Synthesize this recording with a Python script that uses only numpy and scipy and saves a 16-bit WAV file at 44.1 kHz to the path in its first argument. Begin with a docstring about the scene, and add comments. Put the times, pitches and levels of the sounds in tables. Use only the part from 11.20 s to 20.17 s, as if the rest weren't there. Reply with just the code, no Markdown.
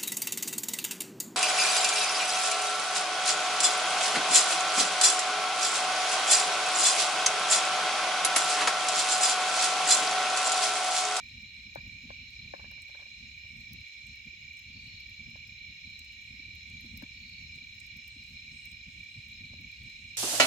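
"""A wood fire flutters and rumbles on a summer night while its logs tick, snap and sizzle: shaped noise
under a moving level, with short clicks on top. A tree cricket trills close by, beside a slightly faster
neighbour, as pulsed tones; a dense chorus of other insects is made of more trills and shimmering noise bands.
A few dull bangs, like far-off fireworks, arrive from the left as filtered clicks with scattered returns."""
import sys
import numpy as np
from scipy import signal
from scipy.fft import rfft, irfft, next_fast_len
from scipy.io import wavfile

SR = 44100
rng = np.random.default_rng(int(sys.argv[2]) if len(sys.argv) > 2 else 0)


def wav_out(sig):
    """Save sig, one row per channel (or a flat mono array), as 16-bit PCM at SR to the path in sys.argv[1]."""
    wavfile.write(sys.argv[1], SR, np.round(np.clip(np.atleast_2d(sig).T, -1, 1) * 32767).astype(np.int16))


N = 395577
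TIME, BINS = np.arange(N) / SR, np.fft.rfftfreq(N, 1 / SR)  # seconds, Hz


def amp(db):
    """Decibels to gain."""
    return 10 ** (np.asarray(db) / 20)


def unit(x):
    """Scales to rms 1."""
    return x / np.sqrt(np.mean(abs(x) ** 2) + 1e-20)


def colour(points):
    """Gain at every frequency from (Hz, dB) points, joined on a logarithmic frequency axis."""
    hz, db = np.transpose(points)
    return amp(np.interp(np.log(BINS + 1), np.log(hz), db))


def shaped(x, gain):
    """Filters by a gain given at every frequency."""
    size = next_fast_len(N, True)
    hz = np.fft.rfftfreq(size, 1 / SR)
    spectrum = rfft(x, size) * np.interp(hz, BINS, gain)
    return irfft(spectrum, size)[..., :N]


def wander(rate):
    """Smooth random curve of rms 1 that takes a new direction rate times a second."""
    knots = rng.standard_normal(4000)
    return unit(np.interp(TIME * rate, np.arange(len(knots)), knots))


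def sides(balance_db):
    """Left and right gains that differ by balance_db; positive leans left."""
    return amp([[balance_db / 2], [-balance_db / 2]])


def ports(x, balance_db, turn=0):
    """Places an analytic sound on two microphones, the right one turned in phase (radians)."""
    left = x * amp(balance_db / 2)
    right = x * np.exp(1j * turn) * amp(-balance_db / 2)
    return np.array([left, right]).real


def add(mix, s, sound):
    """Adds a sound at time s in seconds."""
    part = mix[..., max(round(s * SR), 0):][..., :sound.shape[-1]]
    part += sound[..., :part.shape[-1]]


def scatter(x, t60):
    """Diffuse echoes from ground, trees and fences, different on each side, fading 60 dB in t60 seconds."""
    t = TIME[:SR // 2]
    tail = rng.standard_normal((2, len(t))) * amp(-60 * t / t60)
    tail /= np.linalg.norm(tail, axis=1, keepdims=True)
    return signal.oaconvolve(np.atleast_2d(x), tail, axes=1)[:, :N]


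def causal(points):
    """The ring of one click through a spectrum: quick rise, then decay, with peak 1 (minimum phase)."""
    hz = np.fft.rfftfreq(4096, 1 / SR)
    log_gain = np.log(np.interp(hz, BINS, colour(points)))
    log_gain = np.concatenate([log_gain, log_gain[-2:0:-1]])
    ring = np.fft.ifft(np.exp(signal.hilbert(log_gain).conj())).real[:2048]
    return ring / abs(ring).max()


def cloud(t60):
    """A dying cloud of tiny clicks with energy 1, fading 60 dB in t60 seconds."""
    t = TIME[:SR // 4]
    clicks = rng.standard_normal(len(t)) * amp(-60 * t / t60)
    return clicks / np.linalg.norm(clicks)


def shimmer_band(hz, spread_hz, shimmer_db=1.22, shared=0.19):
    """Noise in a bell-shaped band with a quick random shimmer, rms 1, partly alike on both sides."""
    noise = rng.standard_normal((2, N))
    bell = np.exp(-((BINS - hz) / spread_hz / 2) ** 2)
    band = shaped(noise + shared * noise[::-1] / 2, bell)
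    return unit(band * amp(shimmer_db * wander(70)))


def trill(hz, fall_hz, rate, width, first=0, slip=.00005, uneven_db=2.5):
    """Each wing stroke draws the scraper over the file: a soft tone pulse whose pitch sags."""
    chance = rng.standard_normal((700, 3))  # one row a stroke: timing, pitch, loudness
    centres = first + (np.arange(len(chance)) - 1) / rate + slip * np.cumsum(chance[:, 0])
    stroke = np.searchsorted((centres[1:] + centres[:-1]) / 2, TIME)  # the nearest stroke at each moment
    t = TIME - centres[stroke]
    swell = np.exp(-.5 * (t * rate / width) ** 2) * np.cos(np.pi * t * rate).clip(0) ** .5
    turns = (hz + 10 * chance[stroke, 1]) * t - fall_hz * rate * t ** 2 / 2
    loudness = amp(uneven_db * chance[stroke, 2])
    return unit(swell * loudness * np.exp(2j * np.pi * turns))


def air():
    """The faint hiss of the night and the microphones: coloured noise, wavering a little."""
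    # Spectrum of the hiss. Each row: frequency in Hz, level in dB per Hz before the waver.
    hiss_spectrum = [(300, -108), (780, -117), (1020, -112), (1260, -117), (1620, -104), (3500, -103),
                     (4560, -110), (6000, -107), (7600, -114), (9300, -134), (15200, -134)]
    hiss = shaped(rng.standard_normal((2, N)), colour(hiss_spectrum)) * np.sqrt(SR / 2)
    return hiss * amp(.5 * wander(12))


def chorus(swell_db=1.0, uneven_db=0.8):
    """Countless far trills merge into bands: one sings in regular waves, the others swell at random."""
    # Far swarms, too many to tell apart.
    # Each row: centre in Hz, spread in Hz, mean level in dB, left-right balance in dB.
    swarms = [(1895, 38, -72, 2), (2302, 89, -57, -8.5), (2799, 117, -59.5, -1), (3420, 170, -63.5, -1.5),
              (4970, 100, -80.5, 4), (5266, 216, -71, 14), (6586, 314, -70.5, 3.5)]
    wave_db, wave_depth_db = -55.5, 1.34  # mean level, swing either way
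    crest_s, period_s = .25, .873
    waves_db = wave_depth_db * np.cos(2 * np.pi * (TIME - crest_s) / period_s)
    waves_db += uneven_db * wander(4)
    out = shimmer_band(4026, 122.4) * amp(wave_db + waves_db) * sides(1.4)
    for hz, spread_hz, db, balance_db in swarms:
        level = amp(db + swell_db * wander(7.9))
        out += shimmer_band(hz, spread_hz) * level * sides(balance_db)
    return out


def crickets(burst_hz=4400, fade_s=.065):
    """Farther wing-stroke trills, steady or chirping, blurred by echoes; one more joins in short bursts."""
    # Single crickets. Each row: pitch in Hz, fall over one stroke period in Hz, strokes per second,
    # chirps per second, sounding share of a chirp cycle, level in dB, left-right balance in dB.
    singers = [(2824, 160, 41, .2, 0.96, -71.5, 4), (4200, 24, 95, 4.2, 0.22, -70, -2),
               (4820, 70, 47, 1.9, 0.76, -76.5, 0), (5240, 100, 52, 4.9, 0.84, -69.5, 4),
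               (5530, 48, 96, 4.1, 0.37, -77, 0)]
    # Bursts of one cricket pitched above the near pair. Each row: start in seconds, end in seconds, level in dB.
    bursts = [(.83, 1.21, -64), (3.5, 3.88, -57), (5.9, 6.28, -57.5), (8.46, 8.7, -64)]
    out = np.zeros((2, N))
    for hz, fall_hz, rate, chirps, share, db, balance_db in singers:
        cycle = (chirps * TIME + rng.random() + 0.28 * wander(1.945)) % 1
        gate = np.sin(np.pi * np.minimum(cycle / share, 1)).clip(0) ** .5
        song = trill(hz, fall_hz, rate, width=0.51, slip=.0003).real * gate
        out += amp(db) * unit(scatter(song, t60=0.16)) * sides(balance_db)
    gate = np.zeros(N)
    for start, end, db in bursts:
        gate += amp(db) * np.clip(np.minimum(TIME - start, end - TIME) / fade_s, 0, 1)
    strokes = trill(burst_hz, 130, 38.6, first=.019, width=.2, slip=.00015, uneven_db=.7)
    song = ports(gate * strokes, balance_db=4, turn=1.1)
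    return out + song + amp(-8) * scatter(song, t60=.12)


def bangs(scatter_gain_db=-2, bounce_s=0.00335, bounce_db=-11, echo_db=-20):
    """Far reports, dulled by the air: filtered clicks, with returns from the land smeared into clouds."""
    # Bangs and their returns from the land around. Each row: time in seconds,
    # report level in dB, scattered sound relative to the report in dB before scatter_gain_db.
    reports = [(0.557, -30, 0), (0.903, -37, -7), (1.337, -29.5, -5), (1.394, -50, 12.5), (1.442, -48, 6.5),
               (1.513, -56, 9), (1.575, -62, 16), (1.693, -53, 6), (1.748, -55, 15), (1.791, -59, 17.5),
               (1.82, -62.5, 17), (1.862, -59, 7), (2.249, -60, -4), (4.156, -48, -2), (5.822, -49, 9),
               (8.334, -50.5, -7)]
    # Spectrum of a report. Each row: frequency in Hz, relative level in dB.
    report_spectrum = [(100, -55), (300, -10.5), (420, -8.5), (560, 0.5), (760, -3.5), (930, -13),
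                       (1040, -7.5), (1170, -16.5), (1290, -33), (1450, -23.5), (1680, -14), (1900, -32),
                       (2300, -18), (5000, -100)]
    # Spectrum of the scattered sound. Each row: frequency in Hz, relative level in dB.
    scatter_spectrum = [(100, -42.5), (300, -11), (420, -12.5), (560, -1), (780, -7.5), (930, -2.5),
                        (1040, -4), (1170, -9), (1290, -16.5), (1450, -7), (1680, -0.5), (1900, -9.5),
                        (2300, -11), (5000, -84.5)]
    direct, scattered = np.zeros((2, N))
    report = causal(report_spectrum)
    for s, db, scatter_db in reports:
        add(direct, s + 0.00092, amp(db) * report)
        add(direct, s + 0.0011 + bounce_s, amp(db + bounce_db) * report)  # one quick reflection close by
        add(scattered, s + 0.00088, amp(db + scatter_db + scatter_gain_db) * cloud(t60=0.093))
    sound = direct + signal.oaconvolve(scattered, causal(scatter_spectrum))[:N]
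    placed = ports(signal.hilbert(sound), balance_db=8, turn=2)
    return placed + amp(echo_db) * scatter(placed, t60=0.19)


def tree_crickets(width=0.22, effort_db=.5):
    """The nearest wings trill a little to the right; a lower, faster neighbour drifts in and out of step."""
    near_db, near_hz, near_fall_hz, near_rate = -50.0, 2372, 250, 34.48  # rate in wing strokes a second
    neighbour_db, neighbour_hz, neighbour_fall_hz, neighbour_rate = -53.5, 2315, 170, 36.01
    strokes = trill(near_hz, near_fall_hz, near_rate, width, first=.0055, slip=.00004, uneven_db=1.2)
    song = ports(strokes, balance_db=-4, turn=-.7)
    song += amp(-14) * unit(scatter(song, t60=0.53))
    strokes = trill(neighbour_hz, neighbour_fall_hz, neighbour_rate, width, first=.0035, slip=.00004)
    neighbour = ports(strokes, balance_db=-3, turn=-.5)
    neighbour += amp(-8) * scatter(neighbour, t60=0.18)
    return amp(near_db + effort_db * wander(3.6)) * song + amp(neighbour_db) * neighbour


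def from_fire(x, balance_db=0, lag_s=.000326):
    """Places a sound of the fire on two microphones: the left one hears it a little later."""
    hz = np.fft.rfftfreq(len(x), 1 / SR)
    late = irfft(rfft(x) * np.exp(-2j * np.pi * hz * lag_s), len(x))
    return np.array([late * amp(balance_db / 2), x * amp(-balance_db / 2)])


def embers(waver_db=0.6, waver_per_s=14):
    """The glowing wood gives a thin, wavering hiss of coloured noise."""
    # Spectrum of the hiss. Each row: frequency in Hz, level in dB per Hz before the waver.
    ember_spectrum = [(5000, -135), (8300, -122), (9300, -134), (10700, -129), (12200, -117), (13800, -123),
                      (15200, -116)]
    hiss = shaped(rng.standard_normal(N), colour(ember_spectrum)) * np.sqrt(SR / 2)
    return from_fire(hiss * amp(waver_db * wander(waver_per_s)))


def sizzle(lift_db=2, hz=8150, spread_hz=350, sputter_db=3.5, sputter_per_s=14):
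    """Sap sizzles out of the logs: a thin jet of steam, a noise band that sputters as it comes and goes."""
    # Strength of the steam. Each row: time in seconds, level in dB before lift_db and the sputter.
    steam = [(0, -87), (1.8, -88.5), (3.2, -87), (4.3, -91.5), (5.7, -84), (6.3, -86), (7.3, -80),
             (8.45, -86), (8.58, -75.5), (8.97, -81)]
    steam_db = np.interp(TIME, *np.transpose(steam)) + lift_db
    return shimmer_band(hz, spread_hz) * amp(steam_db + sputter_db * wander(sputter_per_s))


def puffs(cycles=3.3):
    """Pockets of gas catch light, each with a soft thump: a few cycles of tone under a half-sine swell."""
    # Pockets of gas. Each row: start in seconds, peak level in dB, pitch in Hz.
    pockets = [(0.57, -45, 122), (3.13, -61, 342), (5.195, -51.5, 254), (5.279, -61.5, 306),
               (5.646, -53, 268), (5.828, -38, 247), (6.375, -61, 373), (6.961, -50, 239),
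               (7.973, -42, 119)]
    out = np.zeros(N)
    for s, db, hz in pockets:
        length = cycles / hz
        t = np.arange(0, length, 1 / SR)
        swell = np.sin(np.pi * t / length)
        add(out, s, amp(db) * swell * np.cos(2 * np.pi * hz * (t - length / 2)))
    return out


def flames(flap_db=1.8, flap_per_s=28, flutter_db=3.0, side_db=-15, tongue_db=4.5):
    """Turbulent burning: a deep noise roar, with quick tongues of flame that grow as the fire flares."""
    # Flame strength. Each row: time in seconds, rumble level in dB before the random flapping.
    strength = [(0.0, -57.0), (0.5, -58.5), (0.56, -54.5), (1.35, -56.5), (1.92, -63.0), (2.05, -54.5),
                (2.2, -61.5), (2.42, -55), (2.62, -55.5), (2.71, -71.5), (2.84, -56.5), (3.38, -62),
                (3.6, -56), (4.4, -58), (5.3, -57), (5.8, -53), (5.9, -60), (6.05, -56), (6.2, -57.5),
                (8.0, -57), (8.4, -55), (8.53, -62), (8.63, -53), (8.97, -58.5)]
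    # Spectrum of the roar. Each row: frequency in Hz, relative level in dB.
    roar_spectrum = [(18, -36), (30, -17), (42, -4.5), (65, 2), (100, 0), (150, -6.5), (240, -8),
                     (310, -23.5), (420, -33.5), (700, -40.5), (1300, -49), (3000, -110)]
    strength_db = np.interp(TIME, *np.transpose(strength)) + flap_db * wander(flap_per_s)
    middle, side = unit(shaped(rng.standard_normal((2, N)), colour(roar_spectrum)))
    roar = middle + amp(side_db) * np.array([side, -side])
    deep = shaped(roar, 1 / (1 + (BINS / 130) ** 4))
    flare = np.tanh(unit(strength_db - strength_db.mean()))
    # Above the deep part, the roar flutters and follows the flares more strongly.
    tongues = (roar - deep) * unit(amp(flutter_db * wander(55) + tongue_db * flare))
    return (deep + tongues) * amp(strength_db) * sides(1)


def faint_snaps(per_s=10, weakest_db=-64, range_db=12, woody_db=-18, spread_db=6):
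    """Small snaps of the wood at random times, the weakest most often; rows like those of the louder snaps."""
    rows = []
    for when, size, dry_share, side in rng.random((int(per_s * N / SR), 4)):
        level_db = weakest_db + range_db * size ** 2
        rows.append((when * N / SR, level_db, woody_db * dry_share, spread_db * (side - .5)))
    return rows


def snaps(lift_db=4.5, ring_db=-9, ring_hz=8100, first_db=-11, lead_s=.002, splinter_db=-1, echo_db=-12):
    """Wood fibres burst in sharp, splintery ticks, some with a short ring; faint ones fall in between."""
    # Snaps of the logs. Each row: time in seconds, level in dB before lift_db,
    # woody ring relative to the snap in dB before ring_db, left-right balance in dB.
    loud_snaps = [(0.2233, -50, -28, 1), (0.5502, -40, -25, -3), (0.677, -57, -7, -12),
                  (1.5129, -45, -30, -2), (1.619, -46, 6, -4.5), (1.6845, -52, -12, 0),
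                  (2.3689, -53, -2, -3), (2.5322, -35.5, -13, -2), (2.8676, -51.5, 6, -8),
                  (2.9566, -53, -7, 0), (3.369, -49, 5, 0), (3.3906, -48, -19, 0), (3.8012, -49, -27, 0.5),
                  (3.8969, -49, -18, 2), (4.2726, -47, -18, 0), (4.6994, -46, -7, -2),
                  (4.791, -39.5, 1, -1), (4.8474, -51, 0, -2), (5.3521, -48, -23, 0.5),
                  (5.4983, -55, 8, -6), (5.609, -44.5, -20, -0.5), (5.773, -34.5, -24, 1),
                  (5.8231, -44, -9, -1), (6.0949, -55, 2, -3.5), (6.3568, -49, 0, 0.5), (6.6, -48, 10, 4),
                  (6.6651, -49, -7, 3), (6.7685, -43, -22, 2), (6.8772, -41.5, -6, -3),
                  (7.0967, -51, -11, 0), (7.1341, -51, -17, -1.5), (7.454, -41.5, -10, 0),
                  (7.516, -48, 3, -5), (7.838, -51, -4, 1.5), (8.0837, -50, -20, -2),
                  (8.4117, -51.5, -20, -6)]
    # Spectrum of a tick. 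Each row: frequency in Hz, relative level in dB.
    tick_spectrum = [(1200, -34), (2500, -15.5), (5000, -1), (8000, -7), (10000, -9.5), (12300, 1.5),
                     (13800, -1), (16000, -2.5)]
    out, tick = np.zeros((2, N)), causal(tick_spectrum)
    t = TIME[:len(tick)]
    for s, db, woody_db, balance_db in list(loud_snaps) + faint_snaps():
        splinters = signal.fftconvolve(cloud(t60=0.008), tick)[:len(t)]
        crack = tick + amp(splinter_db) * splinters
        tone = np.sin(2 * np.pi * ring_hz * rng.uniform(.93, 0.996) * t)
        ring = tone * amp(woody_db + ring_db - 60 * t / 0.014)  # fades 60 dB in 14 ms
        snap = amp(db + lift_db) * from_fire(crack + ring, balance_db)
        add(out, s + 0.0016, snap)
        add(out, s - rng.uniform(0, lead_s), amp(first_db) * snap)  # a thinner fibre gives way first
    return out + amp(echo_db) * scatter(out, t60=.06)


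def scene():
    """Fire in front, insects all round, bangs far away."""
    insects = chorus() + crickets() + tree_crickets()
    fire = embers() + sizzle() + puffs() + flames() + snaps()
    return air() + insects + bangs() + fire


def record(dry):
    """The recorder's band limit: a steep low-pass."""
    low_pass = signal.firwin(511, 15900, window=("kaiser", 9), fs=SR)  # edge in Hz
    return signal.oaconvolve(dry, low_pass[None], "same")


dry = scene()
out = record(dry)
wav_out(out)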